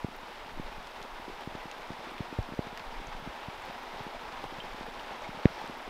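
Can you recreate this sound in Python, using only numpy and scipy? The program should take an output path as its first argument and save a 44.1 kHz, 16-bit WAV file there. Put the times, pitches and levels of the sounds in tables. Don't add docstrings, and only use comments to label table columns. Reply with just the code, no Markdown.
import sys
import numpy as np
from scipy import signal
from scipy.fft import rfft, irfft
from scipy.io import wavfile

SR = 44100
rng = np.random.default_rng(int(sys.argv[2]) if len(sys.argv) > 2 else 0)


def master(y):
    cut = np.clip(np.atleast_2d(y).T, -1, 1)
    pcm = np.round(cut * 32767)
    wavfile.write(sys.argv[1], SR, pcm.astype(np.int16))


N = 259749
TIME = np.arange(N) / SR

# (time [s], level [dB])
SHOWER_SWELL = [(0.0, -46), (2.69, -44), (5.69, -43), (5.89, -44.5)]
# (frequency [Hz], relative level [dB])
WASH_COLOUR = [(60, -19.5), (170, -20), (250, -11), (300, -10), (370, -6.5), (450, -6.5), (700, -2.5),
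               (820, -1.5), (960, -2), (1150, -5), (1850, -9), (2100, -9), (3000, -13.5), (3600, -14),
               (4350, -20), (5200, -21.5), (6600, -31.5), (9500, -40), (15500, -56)]
# (pitch [Hz], relative level [dB])
PATTER_COLOUR = [(300, -1), (900, 4.5), (2000, -3.5), (3500, -3), (6000, -14), (9000, -26.5), (15000, -15)]
# (time [s], level [dB], pitch of the spot [Hz], contact [s])
COVER_HITS = [(0.046, -21, 137, 0.0018), (0.085, -38, 230, .0023), (0.575, -39, 300, .0018),
              (0.598, -26.5, 207, 0.002), (0.78, -43, 200, .002), (1.197, -41, 280, 0.0018),
              (1.281, -34, 314, 0.0018), (1.299, -35, 343, .0012), (1.475, -28, 151, 0.0018),
              (1.552, -30, 165, 0.0013), (1.656, -33.5, 210, 0.001), (1.905, -30.5, 177, 0.0023),
              (1.917, -39, 220, 0.0017), (2.07, -41, 258, 0.0024), (2.117, -39, 292, .002),
              (2.206, -24.5, 137, 0.0028), (2.327, -29.5, 293, 0.0014), (2.3884, -21, 160, 0.0016),
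              (2.3895, -22, 95, 0.003), (2.489, -35, 260, 0.0018), (2.522, -32, 200, .0023),
              (2.537, -35, 250, 0.0015), (2.592, -18.5, 151, 0.0013), (2.67, -36.5, 160, 0.0021),
              (2.728, -39, 200, .0025), (3, -38, 344, 0.0013), (3.084, -40, 150, .002),
              (3.224, -42, 135, .003), (3.264, -37, 282, 0.0018), (3.275, -31, 215, 0.0032),
              (3.485, -31.5, 167, 0.0043), (3.698, -40, 200, 0.0021), (4.007, -37.5, 130, 0.0039),
              (4.067, -32.5, 221, 0.0015), (4.44, -33, 397, 0.002), (4.452, -41, 138, 0.0031),
              (4.524, -36.5, 318, 0.0022), (4.585, -38.5, 193, 0.0039), (4.745, -38, 240, 0.0016),
              (4.81, -33, 235, 0.0012), (4.884, -37, 230, 0.0012), (5.291, -32.5, 220, 0.0031),
              (5.373, -41, 185, 0.0033), (5.4559, -5.5, 148, 0.002), (5.697, -33.5, 257, .0022),
              (5.877, -38, 280, .002)]
# (pitch [Hz], width [Hz], relative level [dB])
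HOUSING_MODES = [(1780, 660, 1.5), (2510, 1000, -8), (3750, 1000, -14)]
# (time [s], level [dB], pitch [Hz], width [x pitch], t60 [s])
CLOSE_TICKS = [(0.164, -46, 13000, .4, .008), (0.872, -37, 3500, 1, .018), (1.016, -34, 2900, .9, .05),
               (1.027, -34.5, 4200, 0.77, .026), (1.0285, -44.5, 8000, .5, .008),
               (1.41, -47, 11000, .6, .007), (1.435, -39, 3400, .4, .014), (1.714, -29.5, 2500, 1.4, 0.016),
               (1.7145, -40, 6700, 0.24, .014), (1.783, -50, 12800, .35, .007),
               (2.112, -53, 9500, .3, .009), (2.181, -31, 1900, 0.94, 0.024),
               (2.3865, -36, 800, 0.55, .012), (2.428, -42, 5200, 0.32, .01),
               (2.7748, -28, 2600, 1.1, .016), (2.7748, -45, 6060, 0.16, 0.013),
               (2.7748, -52, 12000, .2, .014), (2.796, -32, 2400, .9, .018), (3.07, -42, 6200, 0.22, .018),
               (3.622, -50, 7800, .25, .01), (3.654, -50, 13000, .35, .007), (4.035, -49, 11000, .6, .007),
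               (4.046, -33, 1300, 1.1, .02), (4.359, -38, 1640, 0.33, .02), (4.44, -27.5, 870, 0.31, .02),
               (4.602, -34, 2950, 0.25, .036), (4.866, -48, 11000, .6, .007), (4.996, -34, 3080, 0.5, .016),
               (5.164, -40, 1790, .3, 0.022), (5.221, -48, 6000, .2, .016), (5.615, -30, 880, 0.35, 0.022),
               (5.66, -32, 1100, .6, .04), (5.82, -38, 1100, .3, .03), (5.676, -46, 7300, .4, .012),
               (5.776, -49.5, 12800, .22, .018), (5.823, -53, 9000, .4, .008)]
# (time [s], level [dB], pitch [Hz], t60 [s])
METAL_PLINKS = [(4.603, -37, 3150, 0.06), (5.243, -38, 2168, .07)]
# (pitch [Hz], width [Hz], relative level [dB])
AIRFRAME_MODES = [(244.5, 36, -8.5), (840, 110, 0.5), (940, 100, -1), (1325, 54, -10.5)]
# (time [s], relative level [dB])
AIRFRAME_SWELL = [(0.0, -9.5), (1.9, -9), (3.15, -6), (4.2, -9), (5.89, -8)]
# (time [s], level [dB], length [s])
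PRESSURE_SWINGS = [(0.567, -36.5, .04), (0.649, -39, 0.019), (0.692, -45, .018), (0.759, -45, 0.028),
                   (1.14, -42, .02), (2.409, -34, .009), (2.879, -41.5, 0.017), (2.982, -37, 0.026),
                   (3.075, -43, 0.014), (3.154, -42, 0.023), (3.295, -42, .015), (4.63, -42, 0.028),
                   (4.72, -43, 0.025)]
# (frequency [Hz], relative level [dB])
RUMBLE_COLOUR = [(10, -4.5), (18, 9.5), (40, -10), (70, -12.5), (200, -26), (500, -60)]
# (frequency [Hz], relative level [dB])
HISS_COLOUR = [(1000, 8.5), (9000, -1), (12500, -1.5), (15500, -5)]

HARD_DROP_S = 5.456


def rain(shower_db):
    far = from_db(-0.83) * noise(WASH_COLOUR) + airframe_ring()
    near = from_db(-8.5) * patter(per_s=1400, spread_db=4.5, cycles=5.5, flurry_db=2.5)
    return from_db(shower_db + 0.91 * drift(25)) * (far + near)


def patter(per_s, spread_db, cycles, flurry_db, pitches=28):
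    landings = np.flatnonzero(rng.random(N) < per_s * from_db(flurry_db * drift(5)) / SR)
    sizes = from_db(spread_db * np.minimum(rng.exponential(1, N), 4)) * rng.choice([-1, 1], N)
    pitch_index, out = rng.integers(0, pitches, N), np.zeros(N)
    for k, hz in enumerate(np.geomspace(350, 14000, pitches)):
        clicks, hits = np.zeros(N), landings[pitch_index[landings] == k]
        clicks[hits] = sizes[hits]
        out += from_db(at_hz(PATTER_COLOUR, hz)) * rms_one(ring(clicks, hz, 2 * hz / cycles))
    return rms_one(out)


def thump(hz, contact_s, level_db, size=4096):
    damped_hz, light_db, leak_hz = 161, -30.5, 36
    octaves = 2.57 * min(damped_hz / hz, hz / damped_hz) ** 2.16
    octaves = max(octaves * from_db(0.62 * min(level_db - light_db, 0)), 0.53)
    push = np.sin(np.pi * np.minimum(TIME[:size] / contact_s, 1)) ** 2
    swing = filtered(push, "band", hz * 2 ** (octaves * np.array([-.5, .5])))
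    swing = filtered(swing, "high", leak_hz)
    return from_db(level_db) * 2 * swing / np.ptp(swing)


def cover_drops():
    out = np.zeros(N)
    for s, level_db, hz, contact_s in COVER_HITS:
        add(out, s - contact_s / 2, thump(hz, contact_s, level_db))
    return out


def cover_drizzle(level_db, spread_db, hz, contact_s, count=100):
    out = np.zeros(N)
    for when, faintness, spot in rng.random((count, 3)):
        tap = thump(hz * 2 ** (spot - .5), contact_s, level_db - spread_db * np.sqrt(faintness))
        add(out, when * N / SR, tap)
    return out


def housing_snap(peak_db, size=512):
    blow, out = signal.unit_impulse(size), np.zeros(N)
    crack = sum((-1) ** k * from_db(db) * ring(blow, hz, width)
                for k, (hz, width, db) in enumerate(HOUSING_MODES))
    add(out, HARD_DROP_S, from_db(peak_db) * peak_one(crack))
    return out


def tick(hz, width, t60, strike_db=1.5, splash_db=-14, splash_hz=9000, size=4096):
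    burst = rng.standard_normal(size) * np.exp(-np.log(1000) * TIME[:size] / t60)
    impact = burst / np.linalg.norm(burst) + from_db(strike_db) * signal.unit_impulse(size)
    edge_ratio = width / 2 + np.hypot(1, width / 2)
    band_hz = [hz / edge_ratio, min(hz * edge_ratio, .45 * SR)]
    body = filtered(filtered(impact, "band", band_hz), "band", band_hz)
    splash = resonance(impact, splash_hz, width_hz=splash_hz)
    return peak_one(body) + from_db(splash_db) * peak_one(splash)


def close_ticks():
    out = np.zeros(N)
    for s, level_db, hz, width, t60 in CLOSE_TICKS:
        add(out, s, from_db(level_db) * tick(hz, width, t60))
    return out


def metal_plinks(size=4096):
    out, t = np.zeros(N), TIME[:size]
    for s, peak_db, hz, t60 in METAL_PLINKS:
        add(out, s, from_db(peak_db - 60 * t / t60) * np.sin(2 * np.pi * hz * t))
    return out


def spray(peak_db, per_s, delay_s, length_s, hz, width_hz):
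    rate = per_s * np.exp(-(2 * (TIME - HARD_DROP_S - delay_s) / length_s) ** 2) * (TIME > HARD_DROP_S)
    droplets = (rng.random(N) < rate / SR) * rng.choice([-1, 1], N)
    return from_db(peak_db) * peak_one(ring(droplets, hz, width_hz))


def grass_ticks(level_db, spread_db, low_hz, high_hz, width, t60, count=14):
    out = np.zeros(N)
    for when, faintness, spot in rng.random((count, 3)):
        hz = low_hz * (high_hz / low_hz) ** spot
        add(out, when * N / SR, from_db(level_db - spread_db * faintness) * tick(hz, width, t60))
    return out


def airframe_ring():
    rings = sum(from_db(db) * rms_one(ring(rng.standard_normal(N), hz, width))
                for hz, width, db in AIRFRAME_MODES)
    return from_db(in_time(AIRFRAME_SWELL)) * rms_one(rings)


def swings_and_breeze(bed_db, stir_db, stir_stretch, buffet_db, buffet_hz):
    swings, stir = np.zeros(N), np.zeros(N)
    for s, db, length in PRESSURE_SWINGS:
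        passing = 2 * (TIME - s) / length
        swings -= from_db(db) * np.sqrt(2 * np.e) * passing * np.exp(-passing ** 2)
        stir += from_db(db + stir_db) * np.exp(-((TIME - s) / (stir_stretch * length)) ** 2)
    buffeting = from_db(buffet_db * drift(buffet_hz))
    return swings + (from_db(bed_db) + stir) * buffeting * noise(RUMBLE_COLOUR)


def from_db(db):
    return 10 ** (np.asarray(db) / 20)


def rms_one(x):
    return x / np.sqrt(np.mean(x ** 2) + 1e-20)


def peak_one(x):
    return x / np.abs(x).max()


def in_time(rows):
    return np.interp(TIME, *np.transpose(rows))


def at_hz(colour, hz):
    frequencies, levels = np.transpose(colour)
    return np.interp(np.log(hz + 1e-3), np.log(frequencies), levels)


def drift(rate_hz, step=40, settle=2000):
    pole = np.exp(-2 * np.pi * rate_hz * step / SR)
    jitter = rng.standard_normal(N // step + settle + 2)
    slow = signal.lfilter([1], [1, -2 * pole, pole * pole], jitter)[settle:]
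    return np.interp(np.arange(N) / step, np.arange(len(slow)), rms_one(slow))


def filtered(x, kind, hz, order=1):
    return signal.sosfilt(signal.butter(order, hz, kind, fs=SR, output="sos"), x)


def resonance(x, hz, width_hz):
    r = np.exp(-np.pi * width_hz / SR)
    feedback = [1, -2 * r * np.cos(2 * np.pi * hz / SR), r * r]
    return signal.lfilter(np.array([1, 0, -1]) * (1 - r * r) / 2, feedback, x + 1e-18)


def ring(x, hz, width_hz):
    return resonance(resonance(x, hz, width_hz), hz, width_hz)


def noise(colour):
    hz = np.arange(N // 2 + 1) * SR / N
    return rms_one(irfft(rfft(rng.standard_normal(N)) * from_db(at_hz(colour, hz)), N))


def add(out, s, sound):
    start = max(round(s * SR), 0)
    out[start:start + len(sound)] += sound[:max(N - start, 0)]


def scene():
    shower_db = in_time(SHOWER_SWELL)
    bed = rain(shower_db)
    close = close_ticks() + metal_plinks()
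    close += spray(peak_db=-50, per_s=1500, delay_s=0.11, length_s=0.14, hz=5100, width_hz=1300)
    close += grass_ticks(level_db=-57, spread_db=4, low_hz=6000, high_hz=13000, width=.45, t60=.009)
    drizzle = cover_drizzle(level_db=-43.5, spread_db=7.5, hz=230, contact_s=.002)
    cover = from_db(-0.25) * cover_drops() + from_db(shower_db - shower_db.mean()) * drizzle
    hiss = from_db(-63.5) * noise(HISS_COLOUR)
    low_end = swings_and_breeze(bed_db=-55, stir_db=-14, stir_stretch=1.3, buffet_db=3.5, buffet_hz=20)
    return (bed + cover + housing_snap(peak_db=-17.5) + close + low_end + hiss)[None]


def record(dry, low_cut_hz=10, high_cut_hz=15600):
    trimmed = filtered(dry, "high", low_cut_hz, order=2)
    return signal.sosfilt(signal.ellip(10, .2, 70, high_cut_hz, fs=SR, output="sos"), trimmed)


dry = scene()
out = record(dry)
master(out)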